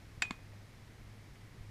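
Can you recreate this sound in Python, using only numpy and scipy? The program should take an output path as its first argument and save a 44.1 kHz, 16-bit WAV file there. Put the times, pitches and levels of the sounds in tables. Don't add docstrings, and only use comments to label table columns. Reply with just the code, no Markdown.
import sys
import numpy as np
from scipy import signal
from scipy.fft import rfft, irfft
from scipy.io import wavfile

SR = 44100
rng = np.random.default_rng(int(sys.argv[2]) if len(sys.argv) > 2 else 0)


def to_wav(s):
    ch = np.atleast_2d(s).T
    pcm = np.round(np.clip(ch, -1, 1) * 32767)
    wavfile.write(sys.argv[1], SR, pcm.astype(np.int16))


N = 74970
TIME = np.arange(N) / SR


def from_db(db):
    return 10 ** (np.asarray(db) / 20)


def rms_one(x):
    return x / np.sqrt(np.mean(x ** 2) + 1e-20)


def noise(spectrum):
    point_hz, point_db = np.transpose(spectrum)
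    bin_hz = np.maximum(np.arange(N // 2 + 1) * SR / N, 1)
    gain = from_db(np.interp(np.log(bin_hz), np.log(point_hz), point_db))
    white = rng.standard_normal(N)
    return rms_one(irfft(rfft(white) * gain, N))


def drift(rate_hz):
    pole = np.exp(-2 * np.pi * rate_hz / SR)
    wander = signal.lfilter([1], [1, -2 * pole, pole * pole], rng.standard_normal(2 * N))
    return rms_one(wander[N:])


def envelope(start_s, rise_s, t60_s):
    age = TIME - start_s
    attack = np.clip(age / rise_s, 0, 1)
    return attack * from_db(-60 * np.maximum(age - rise_s, 0) / t60_s)


def ring(start_s, modes, rise_s, clock=TIME):
    out = np.zeros(N)
    for k, (pitch_hz, level_db, t60_s) in enumerate(modes):
        tone = np.sin(2 * np.pi * pitch_hz * (clock - start_s))
        out += (-1) ** k * from_db(level_db) * envelope(start_s, rise_s, t60_s) * tone
    return out


HUM_HZ, HUM_WANDER_HZ = 102.74, 2.2
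HUM_DB, HUM_WAVER_DB = -58.5, 3
RUMBLE_DB, AIR_DB = -57, -60
RUMBLE_FOLLOWS = 0.46
# freq_hz, density_db (relative)
RUMBLE_COLOUR = [(15, -7), (30, 0), (45, -2), (62, 0), (85, -8.5), (125, -1), (165, -13), (230, -31),
                 (500, -90)]
# time_s, swell_db (before its mean is removed and RUMBLE_FOLLOWS scales it)
RUMBLE_SWELL = [(0.0, -51), (0.036, -59.5), (1.258, -65.5), (1.296, -55), (1.41, -67), (1.618, -54.5),
                (1.642, -69), (1.7, -67.5)]
# freq_hz, density_db (relative)
AIR_COLOUR = [(80, -22.5), (150, -4), (200, -1), (260, -6.5), (380, -9), (580, -13.5), (850, -14.5),
              (1450, -17), (2100, -13.5), (2750, -20.5), (5100, -23.5), (8000, -30), (10500, -31.5),
              (13500, -35.5), (15000, -37)]


def background():
    turns = np.cumsum(HUM_HZ + HUM_WANDER_HZ * drift(4.9)) / SR
    hum_gain = from_db(HUM_DB + HUM_WAVER_DB * drift(2.5))
    hum = hum_gain * np.sqrt(2) * np.sin(2 * np.pi * turns)
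    swell_db = np.interp(TIME, *np.transpose(RUMBLE_SWELL))
    rumble_db = RUMBLE_DB + RUMBLE_FOLLOWS * (swell_db - swell_db.mean())
    rumble = from_db(rumble_db) * noise(RUMBLE_COLOUR)
    hiss = from_db(AIR_DB) * noise(AIR_COLOUR)
    return hum + rumble + hiss


STEP_T60_S = 0.027
SCUFF_RISE_S, SCUFF_T60_S = 0.0028, 0.029
SCUFF_WIDTH = .25
# start_s, level_db, pitch_hz
STEPS = [(0.1763, -37.5, 102), (1.608, -35, 44.3)]
# start_s, level_db (rms before the envelope), centre_hz
SCUFFS = [(0.175, -54.5, 307), (0.303, -52, 654), (.387, -55, 590), (0.532, -56.5, 594),
          (1.354, -57.5, 2040), (1.492, -65, 2050)]


def batter():
    out = np.zeros(N)
    for start_s, level_db, pitch_hz in STEPS:
        out += ring(start_s, [(pitch_hz, level_db, STEP_T60_S)], SCUFF_RISE_S)
    for start_s, level_db, centre_hz in SCUFFS:
        band = signal.iirpeak(centre_hz, 1 / SCUFF_WIDTH, fs=SR)
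        rub = rms_one(signal.lfilter(*band, rng.standard_normal(N)))
        out += from_db(level_db) * envelope(start_s, SCUFF_RISE_S, SCUFF_T60_S) * rub
    return out


HIT_S = 0.2205
CONTACT_S = 0.00079
CRACK_DB, CRACK_RISE_S, CRACK_T60_S = -24.5, .0013, 0.028
SCATTER_DB, SCATTER_RISE_S, SCATTER_T60_S = -46.5, .01, 0.19
SNAP_AFTER_S, SNAP_RISE_S = .0012, .0005
BAT_DB = 1
RECEDE_M_PER_S, TURN_S, SOUND_M_PER_S = 4.6, .035, 343
# freq_hz, density_db (relative)
CRACK_COLOUR = [(120, -12), (330, -8), (500, -20), (780, -5.5), (1250, -6), (1800, 0.5), (2400, 5.5),
                (3100, -6), (4900, -7.5), (6200, -23), (7400, -7), (8500, -17), (9400, -26), (15000, -31.5)]
# freq_hz, density_db (relative)
SCATTER_COLOUR = [(150, -8), (500, -10), (1800, 0), (3500, -6), (6000, -16), (7300, -13), (9500, -27),
                  (15000, -38)]
# pitch_hz (before the turn), level_db (before BAT_DB), t60_s
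BAT_MODES = [(715, -44, .06), (1040, -42, .04), (1470, -39, .042), (1755, -36.5, .04), (2045, -36, .042),
             (2938, -40, .048), (3165, -39, .048), (3620, -45, .04), (3908, -42, .045), (4385, -44, .035),
             (4815, -36, .04), (5795, -45.5, .048), (7148, -36, .042)]
# pitch_hz (before the turn), level_db, t60_s
PING = [(2518, -31, .08), (2458, -33.5, .115), (2518, -38, .335)]
# pitch_hz, level_db, t60_s
SNAP = [(2350, -21, .005), (4600, -32, .006), (7500, -35, .006)]
# pitch_hz, level_db, t60_s
PUSH = [(124, -52, 0.033), (347, -45, 0.034)]


def bat():
    crack = from_db(CRACK_DB) * envelope(HIT_S, CRACK_RISE_S, CRACK_T60_S) * noise(CRACK_COLOUR)
    scatter_envelope = envelope(HIT_S, SCATTER_RISE_S, SCATTER_T60_S)
    scatter = from_db(SCATTER_DB) * scatter_envelope * noise(SCATTER_COLOUR)

    speed = RECEDE_M_PER_S * np.clip((TIME - HIT_S) / TURN_S, 0, 1) ** 2
    distance_m = np.cumsum(speed) / SR
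    clock = TIME - distance_m / SOUND_M_PER_S
    clank = from_db(BAT_DB) * ring(HIT_S, BAT_MODES, CONTACT_S, clock)
    ping = sum(ring(HIT_S, [part], CONTACT_S, clock) for part in PING)

    snap = ring(HIT_S + SNAP_AFTER_S, SNAP, SNAP_RISE_S)
    push = ring(HIT_S, PUSH, CONTACT_S)
    return crack + snap + scatter + clank + ping + push


ECHO_CUT_HZ = 4300
# delay_s, level_db
ECHOES = [(.010, -28), (.031, -24.5)]


def cage(blows):
    lowpass = signal.butter(1, ECHO_CUT_HZ, fs=SR, output="sos")
    dull = signal.sosfilt(lowpass, blows)
    return sum(from_db(level_db) * np.interp(TIME - delay_s, TIME, dull, left=0)
               for delay_s, level_db in ECHOES)


BOUNCE_S = .3078
SLAP_DB, SLAP_RISE_S, SLAP_T60_S = -35.5, 0.0013, 0.013
SLAP_TAIL_DB, SLAP_TAIL_T60_S = -53.5, 0.14
BALL_DB = -0.5
# freq_hz, density_db (relative)
SLAP_COLOUR = [(150, 10.5), (600, -11), (1050, -2), (2400, -2), (3900, -7), (5800, -14), (7600, -6.5),
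               (8500, -12), (9600, -25), (15000, -36)]
# pitch_hz, level_db (before BALL_DB), t60_s
BALL_MODES = [(150, -38, .035), (240, -31, .032), (1065, -31, .016), (1630, -40, .015), (2200, -29, .014),
              (3505, -38, .016), (4345, -44, .016), (6960, -47, .016)]


def bounce():
    slap = from_db(SLAP_DB) * envelope(BOUNCE_S, SLAP_RISE_S, SLAP_T60_S) * noise(SLAP_COLOUR)
    tail_envelope = envelope(BOUNCE_S, SCATTER_RISE_S, SLAP_TAIL_T60_S)
    tail = from_db(SLAP_TAIL_DB) * tail_envelope * noise(SCATTER_COLOUR)
    knock = from_db(BALL_DB) * ring(BOUNCE_S, BALL_MODES, SLAP_RISE_S)
    return slap + tail + knock


def scene():
    blows = bat() + bounce()
    mix = background() + batter() + blows + cage(blows)
    return mix[None]


CUTOFF_HZ = 15000


def record(dry):
    lowpass = signal.ellip(10, .1, 70, CUTOFF_HZ, fs=SR, output="sos")
    return signal.sosfilt(lowpass, dry)


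dry = scene()
out = record(dry)
to_wav(out)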